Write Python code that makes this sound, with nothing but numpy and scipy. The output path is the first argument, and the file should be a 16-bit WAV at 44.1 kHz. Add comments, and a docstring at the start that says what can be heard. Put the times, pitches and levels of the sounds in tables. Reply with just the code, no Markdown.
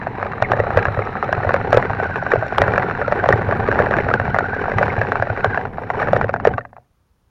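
"""Knocks on the plastic shell of a small radio-controlled truck lead as it drives through long grass and stops.
Each knock sums a flexing thud, a panel snap, a burst of overload crackle and ringing modes.
Grass stems patter and swish as random grains; bumps excite a damped chassis bounce.
The gears whine at their tooth rate, with faint high whistles and still air behind.
The highest peaks are rounded by overload, and the microphone's closed case cuts two dips in the treble."""
import sys
import numpy as np
from scipy import signal
from scipy.fft import rfft, irfft
from scipy.io import wavfile
from scipy.ndimage import uniform_filter1d

SR = 44100
rng = np.random.default_rng(int(sys.argv[2]) if len(sys.argv) > 2 else 0)


def master_out(mix):
    """Clip the mix to full scale and print it as 16-bit PCM to the path in sys.argv[1]."""
    frames = np.transpose(np.atleast_2d(mix))
    ceiling = np.clip(frames, -1, 1)
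    pcm = np.round(ceiling * 32767).astype(np.int16)
    wavfile.write(sys.argv[1], SR, pcm)


N = 321914
TIME = np.arange(N) / SR
TAPS = 4096  # length of an impulse response or a blow, in samples
TAP_HZ = np.fft.rfftfreq(TAPS, 1 / SR)
TAP_TIME = np.arange(TAPS) / SR

# All table levels are relative: the functions add their own offsets.
# Single knocks on the shell, hard to faint: start_s [s], thud_db [dB], thud_hz [Hz], clack_db [dB]
KNOCKS = [(.069, -8, 685, -20), (.228, -11, 730, -7.5), (.258, -14, 640, -36), (0.381, -24, 700, -17.5),
          (.424, -0.5, 674, -2.5), (.518, -1, 738, -4), (.535, -6, 580, -14), (0.572, -12, 620, -25),
          (.593, -13.5, 570, -13.5), (.601, -3.5, 520, -7), (.705, -8.5, 740, -17.5), (.773, 2.5, 542, -3),
          (.854, -8, 705, -3), (.884, -13, 570, -9.5), (0.991, -8.5, 530, -10.5), (1.154, -15, 840, -17),
          (1.227, -8, 800, -8), (1.328, -3.5, 720, -7.5), (1.379, -11, 690, -17), (1.448, -9, 606, -19),
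          (1.471, -12.5, 630, -29), (1.492, -11, 537, -5), (1.507, -7, 770, -14), (1.542, -3, 600, -1.5),
          (1.729, 2.5, 635, -2), (1.746, -1.5, 490, -13), (1.772, 5.5, 540, -7), (1.826, -21.5, 620, -6),
          (1.904, -9, 785, -20), (2.0, -7.5, 674, -13), (2.057, -12, 706, -17), (2.158, -13.5, 715, -8.5),
          (2.265, -13, 652, -11), (2.318, -12.5, 664, -1), (2.336, -0.5, 474, -7.5), (2.358, -3, 654, -33),
          (2.425, -9, 667, -15), (2.524, -9, 740, -18), (2.583, -6.5, 646, 2.5), (2.618, 0, 650, -1),
          (2.639, -15, 714, -8.5), (2.68, -10.5, 594, -6), (2.737, -10, 480, -7), (2.779, -6.5, 610, -1.5),
          (2.831, -13, 744, -10), (2.911, -18, 670, -9.5), (3.015, -10.5, 637, -10.5),
          (3.08, -6.5, 553, -9), (3.123, -3.5, 620, -5.5), (3.24, -5.5, 670, -8.5), (3.26, -5.5, 700, -10),
          (3.289, 1.5, 604, -1), (3.305, -5.5, 472, -11), (3.326, -10.5, 724, 0), (3.49, -8, 583, -39),
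          (3.606, -11, 730, -19.5), (3.687, -3.5, 454, -10), (3.715, -18, 640, -5.5),
          (3.726, -12.5, 610, -7.5), (3.79, -10, 630, -3.5), (3.801, -1, 520, -8), (3.91, -6, 580, -9.5),
          (3.931, -25.5, 740, -8), (3.939, -9, 622, -5.5), (3.955, -13.5, 775, -21.5),
          (3.986, -7, 613, -8.5), (4.088, -9, 723, -9), (4.113, -10.5, 500, -8.5), (4.139, -9.5, 730, -1),
          (4.199, -8, 656, -5.5), (4.279, -11.5, 790, -16), (4.345, -8, 696, -5), (4.363, -6.5, 688, -12),
          (4.387, -5.5, 640, -0.5), (4.407, -8.5, 776, -15.5), (4.641, -18, 705, -11),
          (4.682, -8, 756, -17.5), (4.785, -7.5, 727, -2), (4.812, -4, 570, -21.5), (4.829, -7, 670, -2),
          (4.881, -14, 650, -10), (4.98, -9.5, 700, -22), (5.015, -7.5, 660, -5.5), (5.12, -8, 707, -3.5),
          (5.156, -9, 760, -10), (5.199, -11, 762, -13.5), (5.224, -4, 654, -5.5), (5.301, -8, 670, -11.5),
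          (5.445, -1, 670, -1.5), (5.575, -6.5, 685, -7.5), (5.653, -13, 760, -14.5),
          (5.783, -11, 736, -22), (5.836, -22, 645, -19), (5.902, -6, 760, -9.5), (6.019, -8, 703, -10.5),
          (6.028, -19, 578, -8), (6.073, -13.5, 590, -10.5), (6.085, -9.5, 590, -18), (6.132, 2, 635, -8.5),
          (6.156, -12, 694, -23), (6.165, -6, 530, -7), (6.195, -18, 650, -22), (6.213, -9, 724, -4.5),
          (6.244, -8.5, 520, -21.5), (6.293, -9, 600, -10.5), (6.34, -5, 743, -9), (6.362, -13.5, 710, -14),
          (6.4, -18, 804, -17), (6.452, 1, 670, -5), (6.472, 3.5, 486, -9.5), (6.538, -25, 660, -14),
          (6.581, -9, 705, -10.5), (6.609, -39, 690, -25.5), (6.651, -25, 780, -25),
          (6.73, -29.5, 750, -46), (6.766, -28, 760, -31.5), (6.782, -29, 720, -53)]
# The ride through the grass: time_s [s], patter_db [dB], whine_db [dB], swish_db [dB], shaking_db [dB]
DRIVE = [(0, -36, -32, -64, -38), (.36, -30.5, -36, -67.5, -36.5), (.69, -26.5, -30, -56, -32.5),
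         (1.25, -30, -30.5, -56.5, -37.5), (1.63, -26.5, -35.5, -54, -31),
         (2.2, -30.5, -26.5, -52.5, -35.5), (2.5, -30.5, -30.5, -51.5, -37),
         (2.73, -23, -30.5, -57.5, -29.5), (2.95, -29, -31, -51.5, -32.5), (3.4, -25, -31.5, -55, -30.5),
         (3.94, -26.5, -32, -54, -28.5), (4.55, -30, -26.5, -54, -33), (4.84, -24.5, -35, -49, -31),
         (5.23, -31, -32, -55.5, -37), (5.55, -26, -25, -54, -35), (5.68, -34.5, -60, -64, -35.5),
         (5.93, -31.5, -35.5, -53, -41), (6.04, -21.5, -29.5, -46.5, -33), (6.2, -29, -47.5, -62, -27.5),
         (6.28, -39, -54.5, -74, -36), (6.52, -33, -44.5, -78.5, -31), (6.64, -58.5, -52, -91.5, -49.5),
         (6.9, -72, -77, -90, -70)]
# Road speed as the tooth rate of the gears: time_s [s], tooth_rate_hz [Hz]
TOOTH_RATE = [(0, 964), (.3, 1008), (.7, 1371), (1.1, 1255), (1.4, 1384), (2.2, 1538), (2.9, 1430),
              (3.3, 1516), (4.2, 1453), (4.9, 1588), (5.3, 1489), (5.58, 1580), (5.8, 1320), (6.05, 1526),
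              (6.2, 1460), (6.6, 588)]
# Spectrum of a snapping panel: frequency_hz [Hz], level_db [dB per Hz]
CLACK_SPECTRUM = [(200, -19), (700, -7.5), (1100, 7), (1850, 6), (2150, -3.5), (2700, -7), (3050, -26.5),
                  (3900, -21), (5000, -30), (7000, -40.5), (12000, -59), (16000, -61)]
# Treble spectrum of swishing stems and of overload crackle: frequency_hz [Hz], level_db [dB per Hz]
SWISH_SPECTRUM = [(1200, -18), (2400, 14.5), (3200, -4), (3900, 0), (4800, -15.5), (5600, -1), (6300, -20),
                  (7100, -9.5), (9000, -28), (10500, -28.5), (13000, -26), (14200, -26.5), (16000, -32)]

CHANCE_END_S = 5.5  # random light knocks and ruts end here
CRACKLE_LEAD_S = .03  # the crackle swells from this long before a blow


def amp(db):
    """Level law: decibels to amplitude gain."""
    return 10 ** (np.asarray(db) / 20)


def unit(x):
    """Power normalization: scales to rms 1."""
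    return x / np.sqrt(np.mean(x ** 2) + 1e-20)


def unit_peak(x):
    """Peak normalization: scales to peak magnitude 1."""
    return x / abs(x).max()


def curve(table, axis=1):
    """Linear interpolation of one table column over time."""
    columns = np.transpose(table)
    return np.interp(TIME, columns[0], columns[axis])


def spectrum_db(points, hz):
    """Interpolates a spectrum in decibels on a logarithmic frequency axis."""
    f, db = np.transpose(points)
    return np.interp(np.log(hz + 1), np.log(f + 1), db)


def noise(points, size=N):
    """Spectral shaping: white noise filtered to the given spectrum, at rms 1."""
    white = rfft(rng.standard_normal(size))
    gain = amp(spectrum_db(points, np.fft.rfftfreq(size, 1 / SR)))
    return unit(irfft(white * gain, size))


def wander(per_s):
    """Gaussian low-pass noise of rms 1, varying at rates up to about per_s [Hz]."""
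    white = rfft(rng.standard_normal(N))
    lowpass = np.exp(-(np.fft.rfftfreq(N, 1 / SR) / per_s) ** 2)
    return unit(irfft(white * lowpass, N))


def ripple(size):
    """Modal variation: random peaks and dips over frequency, as each spot on the shell favours other modes."""
    smoothed = uniform_filter1d(rng.standard_normal(len(TAP_HZ)), size)
    return unit(uniform_filter1d(smoothed, size))


def response(db):
    """Minimum phase: the causal impulse response with this gain over TAP_HZ."""
    log_gain = np.log(amp(np.r_[db, db[-2:0:-1]]))
    # the phase is the Hilbert transform of the log gain
    return irfft(np.exp(signal.hilbert(log_gain).conj())[:len(db)])


def add(mix, s, sound):
    """Superposition: mixes a sound in at time s, trimming what lies outside."""
    start = round(s * SR)
    sound = sound[max(-start, 0):]
    part = mix[max(start, 0):][:len(sound)]
    part += sound[:len(part)]


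def grains(points, per_s, spread_db, ripple_db, count=12):
    """Granular excitation: random taps of uneven size ring several spots of the shell, at rms 1."""
    size = amp(spread_db * np.minimum(rng.exponential(1, N), 3)) * rng.choice([-1, 1], N)
    taps = size * (rng.random(N) < per_s / SR)
    spot = rng.integers(0, count, N)
    colour = spectrum_db(points, TAP_HZ)
    out = np.zeros(N)
    for k in range(count):
        spot_response = response(colour + ripple_db * ripple(size=14))
        out += signal.oaconvolve(taps * (spot == k), spot_response)[:N]
    return unit(out)


def fuzzy_tone(hz, width_hz):
    """Narrow-band noise: a carrier of rms 1 whose level and phase vary at random."""
    phase = 2 * np.pi * np.cumsum(hz * np.ones(N)) / SR
    return wander(per_s=width_hz) * np.cos(phase) + wander(per_s=width_hz) * np.sin(phase)


def chance_times(per_s, count=256):
    """Random renewal process: unevenly spaced moments up to CHANCE_END_S."""
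    times = np.cumsum(rng.uniform(.2, 1.8, count)) / per_s
    return times[times < CHANCE_END_S]


def knocks(thud_db=-1.3, clack_db=0.04, ring_db=-19, scuff_db=-9, chatter_db=-9, chatter_s=0.0061):
    """Impact excitation: a blow scuffs, clacks, thuds and crackles; the shell then shivers, rings and chatters once."""
    # diffuse shiver of the shell: frequency_hz [Hz], level_db [dB per Hz]
    ring_spectrum = [(150, -13), (300, -5), (430, 31.5), (750, 18), (1000, 3.5), (1800, -38.5),
                     (2200, -34.5), (3100, -41.5), (7000, -57.5), (15000, -68)]
    rise_cycles = 0.92  # a deeper thud builds up more slowly
    panel_hz, panel_scatter = 1533, 0.063  # panel resonance and its log-frequency spread from blow to blow
    out = np.zeros(N)
    spreading = 1 - np.exp(-TAP_TIME / .002)
    shiver = amp(-60 * TAP_TIME / .065)  # falls by 60 dB in 65 ms
    for s, low_db, low_hz, high_db in KNOCKS + light_knocks():
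        rise_s = rise_cycles / low_hz
        high_hz = panel_hz * np.exp(panel_scatter * rng.standard_normal())
        low, high = amp(low_db + thud_db), amp(high_db + clack_db)
        force = np.hypot(low, high)
        panel = clack(high_hz)
        scrape = signal.fftconvolve(scuff(length_s=.006), panel)
        add(out, s - TAPS / SR, low * amp(scuff_db) * rng.uniform(0.17, 1) * scrape)
        add(out, s, low * thud(rise_s, low_hz) - high * panel)
        add(out, s - CRACKLE_LEAD_S, overload_crackle(force))
        ringing = amp(ring_db) * shiver * noise(ring_spectrum, size=TAPS) + shell_modes()
        add(out, s, force * spreading * ringing)
        # a weaker second contact within milliseconds gives each blow its own hollow colour
        rebound = low * thud(rise_s, low_hz * rng.uniform(0.69, 1.05)) / 2
        rebound = rebound + force * clack(high_hz * rng.uniform(0.29, 1.3))
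        add(out, s + chatter_s * rng.uniform(0.18, 1.5), amp(chatter_db) * rng.random() * rebound)
    return out


def light_knocks(count=256):
    """Random impacts: stalks and small debris as rows like KNOCKS, stronger where the grass patters louder."""
    per_s, pitch_hz, pitch_scatter = 14, 670, .12
    thud_over_db, clack_over_db, spread_db = 12.5, 9.5, 4  # over the tabled patter
    thud_luck, clack_luck, pitch_luck = np.clip(rng.standard_normal((3, count)), -2, 2)
    grass_db = curve(DRIVE, axis=1)
    rows = []
    for s, a, b, c in zip(chance_times(per_s), thud_luck, clack_luck, pitch_luck):
        base_db = grass_db[int(s * SR)]
        low_db = base_db + thud_over_db + spread_db * a
        high_db = base_db + clack_over_db + spread_db * b
        rows.append((s, low_db, pitch_hz * np.exp(pitch_scatter * c), high_db))
    return rows


def thud(rise_s, hz):
    """Damped flexure: the whole shell bends for a few cycles, its pitch sagging as the contact lets go."""
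    u = TAP_TIME / max(rise_s, 1e-4)
    # from 15 % above the nominal pitch towards 15 % below
    turns = np.cumsum(hz * (1 + .15 * (2 * np.exp(-u / 2) - 1))) / SR
    return u * np.exp(1 - u) * np.sin(2 * np.pi * turns)


def clack(hz, width_hz=340, lift_db=8.0, ripple_db=4.5):
    """Resonant impulse response: the struck panel snaps with a broad resonance; envelope peak 1."""
    resonance_db = lift_db / (1 + ((TAP_HZ - hz) / width_hz) ** 2)
    snap = response(spectrum_db(CLACK_SPECTRUM, TAP_HZ) + resonance_db + ripple_db * ripple(size=12))
    return snap / abs(signal.hilbert(snap)).max()


def scuff(length_s=.02):
    """Stick-slip friction: a stalk scrapes ever harder until it lets go, a swell of tiny slips of energy 1."""
    slips = np.exp((TAP_TIME - TAP_TIME[-1]) / length_s) * rng.standard_normal(TAPS)
    return slips / np.linalg.norm(slips)


def overload_crackle(force, crackle_db=-34, hardness=1.7, build_s=.0033, fade_s=.002):
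    """Nonlinear overload: a burst of rough treble swells and fades around a blow, far stronger under a hard one."""
    crackle = noise(SWISH_SPECTRUM, size=TAPS) * rng.exponential(1, TAPS // 32).repeat(32)
    softened = signal.lfilter([.25, .5, .25], [1], crackle)
    t = TAP_TIME - CRACKLE_LEAD_S
    envelope = np.exp(np.minimum(t / build_s, -t / fade_s))
    return force ** hardness * amp(crackle_db) * envelope * softened


def shell_modes(spread_db=2, detune=0.02):
    """Modal decay: the shell's lasting modes, mixed and bent a little differently by each blow."""
    # pitch_hz [Hz], level_db [dB relative to the blow], t60_s [s]
    modes = [(464, -25, 0.047), (575.7, -17, .09), (720, -30.5, 0.45), (1090, -32, 0.017),
             (1920, -34.5, 0.064), (2790, -42, 0.017)]
    out = np.zeros(TAPS)
    for hz, db, t60 in modes:
        decay = amp(db + spread_db * rng.standard_normal() - 60 * TAP_TIME / t60)
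        bent_hz = hz * (1 + detune * rng.standard_normal())
        out += decay * np.sin(2 * np.pi * bent_hz * TAP_TIME)
    return out


def grass(patter_db=0.5, tick_db=-6, swish_db=2, clump_db=3.0, snap_db=-1):
    """Clustered micro-impacts: stems patter and swish in tufts; stiff ones tick and dry ones snap."""
    # soft stem taps: frequency_hz [Hz], level_db [dB per Hz]
    patter_spectrum = [(80, -21.5), (190, -1.5), (290, -3), (420, 6.5), (600, -2.5), (780, 2.5),
                       (1020, -10.5), (1700, -10.5), (2100, -17), (2750, -31), (3200, -34.5), (6000, -58)]
    tufts = unit(amp(clump_db * wander(per_s=47))) * stirred()
    ticks = grains(CLACK_SPECTRUM, per_s=60, spread_db=4, ripple_db=4, count=10)
    patter = grains(patter_spectrum, per_s=800, spread_db=3, ripple_db=5.5) + amp(tick_db) * ticks
    swish = amp(swish_db) * grains(SWISH_SPECTRUM, per_s=3200, spread_db=0.5, ripple_db=8.5)
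    snaps = amp(snap_db) * grains(SWISH_SPECTRUM, per_s=45, spread_db=8.0, ripple_db=5.0, count=8)
    patter_level = amp(curve(DRIVE, axis=1) + patter_db)
    swish_level = amp(curve(DRIVE, axis=3))
    return tufts * (patter_level * patter + swish_level * (swish + snaps))


def stirred():
    """Energy relaxation: each listed knock lifts the grass gain by its strength, and the lift decays exponentially."""
    rustle_db, settle_s = 2.5, 0.026  # the gain scales the knock energy
    kicks = np.zeros(N)
    for s, thud_db, _, clack_db in KNOCKS:
        kicks[round(s * SR)] = amp(thud_db) ** 2 + amp(clack_db) ** 2
    energy = signal.lfilter([1], [1, -np.exp(-1 / (settle_s * SR))], kicks)
    return np.sqrt(1 + amp(rustle_db) * energy)


def chassis(rumble_db=4.0, thump_db=-4.0, rise_s=0.002, t60=0.12):
    """Damped oscillation: bumps set the sprung chassis booming; rough ground keeps it rumbling between."""
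    # steady shaking: frequency_hz [Hz], level_db [dB per Hz]
    rumble_spectrum = [(10, -18), (25, -7.5), (55, -13), (75, -6.5), (98, 0.5), (130, -5), (185, -7),
                       (280, -11.5), (600, -82)]
    # wheels hitting the big bumps: start_s [s], level_db [dB]
    thumps = [(0.419, -12), (0.512, -17.5), (0.593, -10.5), (.763, -8), (0.879, -8), (0.978, -9),
              (1.376, -12), (1.468, -9), (1.768, -6), (1.9, -11.5), (2.375, -10.5), (2.607, -9.5),
              (2.684, -12), (2.812, -15.5), (3.337, -4.5), (3.478, -9), (3.593, -10), (3.798, -9.5),
              (4.061, -10), (4.285, -10), (4.758, -8.5), (4.98, -7.5), (5.198, -10.5), (5.302, -10.5),
              (5.476, -11), (5.954, -15), (6.234, -11.5), (6.539, -12)]
    bounce_hz, bounce_scatter = 104.1, .04
    ruts_per_s, rut_db, rut_hz = 4.7, 10.5, 118  # small random bumps, relative to the tabled shaking
    jolt_db, jolt_delay_s = -18, .012  # every listed knock jolts the chassis, by the strength of its thud
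    shaking_db = curve(DRIVE, axis=4)
    out = amp(shaking_db + rumble_db) * noise(rumble_spectrum)
    t = np.arange(2 * TAPS) / SR
    bounce = unit_peak((1 - np.exp(-t / rise_s)) * amp(-60 * t / t60))
    ruts = [(s, shaking_db[int(s * SR)] + rut_db, rut_hz) for s in chance_times(ruts_per_s)]
    jolts = [(s + jolt_delay_s, db + jolt_db, rut_hz) for s, db, _, _ in KNOCKS]
    bumps = [(s, db, bounce_hz) for s, db in thumps] + jolts + ruts
    for (s, db, hz), luck in zip(bumps, rng.standard_normal(size=256)):
        tone = np.sin(2 * np.pi * hz * (1 + bounce_scatter * luck) * t)
        add(out, s, amp(db + thump_db) * bounce * tone)
    return out


def gears(level_db=5.0, jitter=.035, width_hz=110, flutter_db=3, surge_db=0.7, rough=0.94,
          body_hz=1520, body_width_hz=260, off_body_db=-7):
    """Tooth-mesh excitation: a whine roughened by the changing load swells at a resonance of the body."""
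    shaken_hz = curve(TOOTH_RATE) * (1 + jitter * wander(per_s=61))
    nearness = 1 / (1 + ((shaken_hz - body_hz) / body_width_hz) ** 2)
    body = amp(off_body_db * (2 - nearness))
    clean = np.sqrt(2) * np.sin(2 * np.pi * np.cumsum(shaken_hz) / SR)
    # rough is the share of power in the fuzzy tone
    mesh = np.sqrt(1 - rough) * clean + np.sqrt(rough) * fuzzy_tone(shaken_hz, width_hz)
    load_db = flutter_db * wander(per_s=54) + surge_db * wander(per_s=7.5)
    return amp(curve(DRIVE, axis=2) + level_db + load_db) * body * mesh


def gearbox(jitter=.018, case_hz=3950, case_width_hz=300, blur_hz=170, off_case=0.16, case_db=-62, rush_db=-41):
    """Resonant coupling: under throttle the drive rushes and its case rings, lifting whine overtones that pass near."""
    # rush of the spinning motor and gears: frequency_hz [Hz], level_db [dB per Hz]
    rush_spectrum = [(700, -14), (1400, -2), (1950, 1), (2300, -7.5), (2750, -10.5), (3050, -22),
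                     (5000, -32.5), (12000, -53.5)]
    # overtones of the whine: multiple [of the tooth rate], level_db [dB]
    overtones = [(2, -56), (3, -61)]
    # throttle: time_s [s], share [amplitude factor]
    throttle = [(0, .75), (.6, 1), (5.55, 1), (5.7, .1), (5.9, .2), (6.05, .8), (6.25, 0)]
    tooth_hz = curve(TOOTH_RATE) * (1 + jitter * wander(per_s=44))
    out = amp(rush_db) * noise(rush_spectrum) + amp(case_db) * fuzzy_tone(case_hz, case_width_hz)
    for k, db in overtones:
        coupling = off_case + 1 / (1 + ((k * tooth_hz - case_hz) / case_width_hz) ** 2)
        out += amp(db) * fuzzy_tone(k * tooth_hz, blur_hz) * coupling
    return curve(throttle) * out


def squeaks(level_db=7.5, rasp_db=4):
    """Stick-slip oscillation: stems sliding on the plastic give short, unsteady gliding tones."""
    # start_s [s], length_s [s], level_db [dB], start_hz [Hz], end_hz [Hz]
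    slides = [(0.437, 0.029, -24.5, 2420, 1740), (1.018, 0.011, -32.5, 2240, 2320),
              (4, 0.0094, -30, 2140, 2110), (4.895, 0.015, -31, 2130, 2120)]
    out = np.zeros(N)
    slip = 1 + .06 * wander(per_s=300)
    for s, length, db, start_hz, end_hz in slides:
        u = np.clip((TIME - s) / length, 0, 1)
        pitch_hz = (start_hz + (end_hz - start_hz) * u) * slip
        tone = np.sin(2 * np.pi * np.cumsum(pitch_hz) / SR)
        out += amp(db + level_db) * np.sin(np.pi * u) * tone
    return out * unit(amp(rasp_db * wander(per_s=350)))


def controller(width_hz=90):
    """Narrow-band radiation: the speed controller gives faint, very high whistles in short bursts."""
    # bursts: start_s [s], length_s [s], level_db [dB]
    bursts = [(0.735, .06, -73), (.89, .12, -71), (2.12, 0.067, -70), (2.455, .05, -77), (3.1, .11, -74),
              (3.42, .1, -76), (3.548, .08, -66), (3.844, 0.067, -66), (5.664, 0.23, -75),
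              (5.888, .08, -78)]
    # tones: pitch_hz [Hz], level_db [dB]
    whistle_tones = [(10250, -4.5), (14080, -4.5)]
    level = np.zeros(N)
    for s, length, db in bursts:
        level += amp(db) * np.sin(np.pi * np.clip((TIME - s) / length, 0, 1))
    return level * sum(amp(db) * fuzzy_tone(hz, width_hz) for hz, db in whistle_tones)


def scene(air_db=-61):
    """Superposition: knocks, squeaks and whistles join rolling sounds that fade at the end, over still air."""
    # still air: frequency_hz [Hz], level_db [dB per Hz]
    air_spectrum = [(15, -15), (30, -11.5), (70, -1), (230, -19.5), (700, -26.5), (1200, -27), (1900, -35),
                    (4000, -40.5), (15000, -45)]
    moving = np.interp(TIME, [6.78, 6.92], [1, 0])
    air = amp(air_db) * noise(air_spectrum)
    rolling = moving * (grass() + gears() + gearbox() + chassis())
    return (air + rolling + squeaks() + controller() + knocks())[None]


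def record(dry, knee=12.0):
    """Saturation and filtering: overload rounds peaks, the case cuts treble dips, hiss joins and the band is limited."""
    # dips of the closed case: center_hz [Hz], half_width_hz [Hz], depth_db [dB]
    case_dips = [(7890, 360, 15), (13350, 590, 14.5)]
    hiss_db = -82.5  # white-noise rms ahead of the band limits
    limited = dry / (1 + abs(dry) ** knee) ** (1 / knee)
    cut_db = sum(depth_db / (1 + ((TAP_HZ - hz) / width) ** 2) for hz, width, depth_db in case_dips)
    case = response(-cut_db)
    coloured = signal.oaconvolve(limited, case[None])[:, :N] + amp(hiss_db) * rng.standard_normal(N)
    coloured = signal.sosfilt(signal.butter(1, 8, "high", fs=SR, output="sos"), coloured)
    lowpass = signal.firwin(511, 16000, window=("kaiser", 9), fs=SR)
    return signal.oaconvolve(coloured, lowpass[None], "same")


dry = scene()
out = record(dry)
master_out(out)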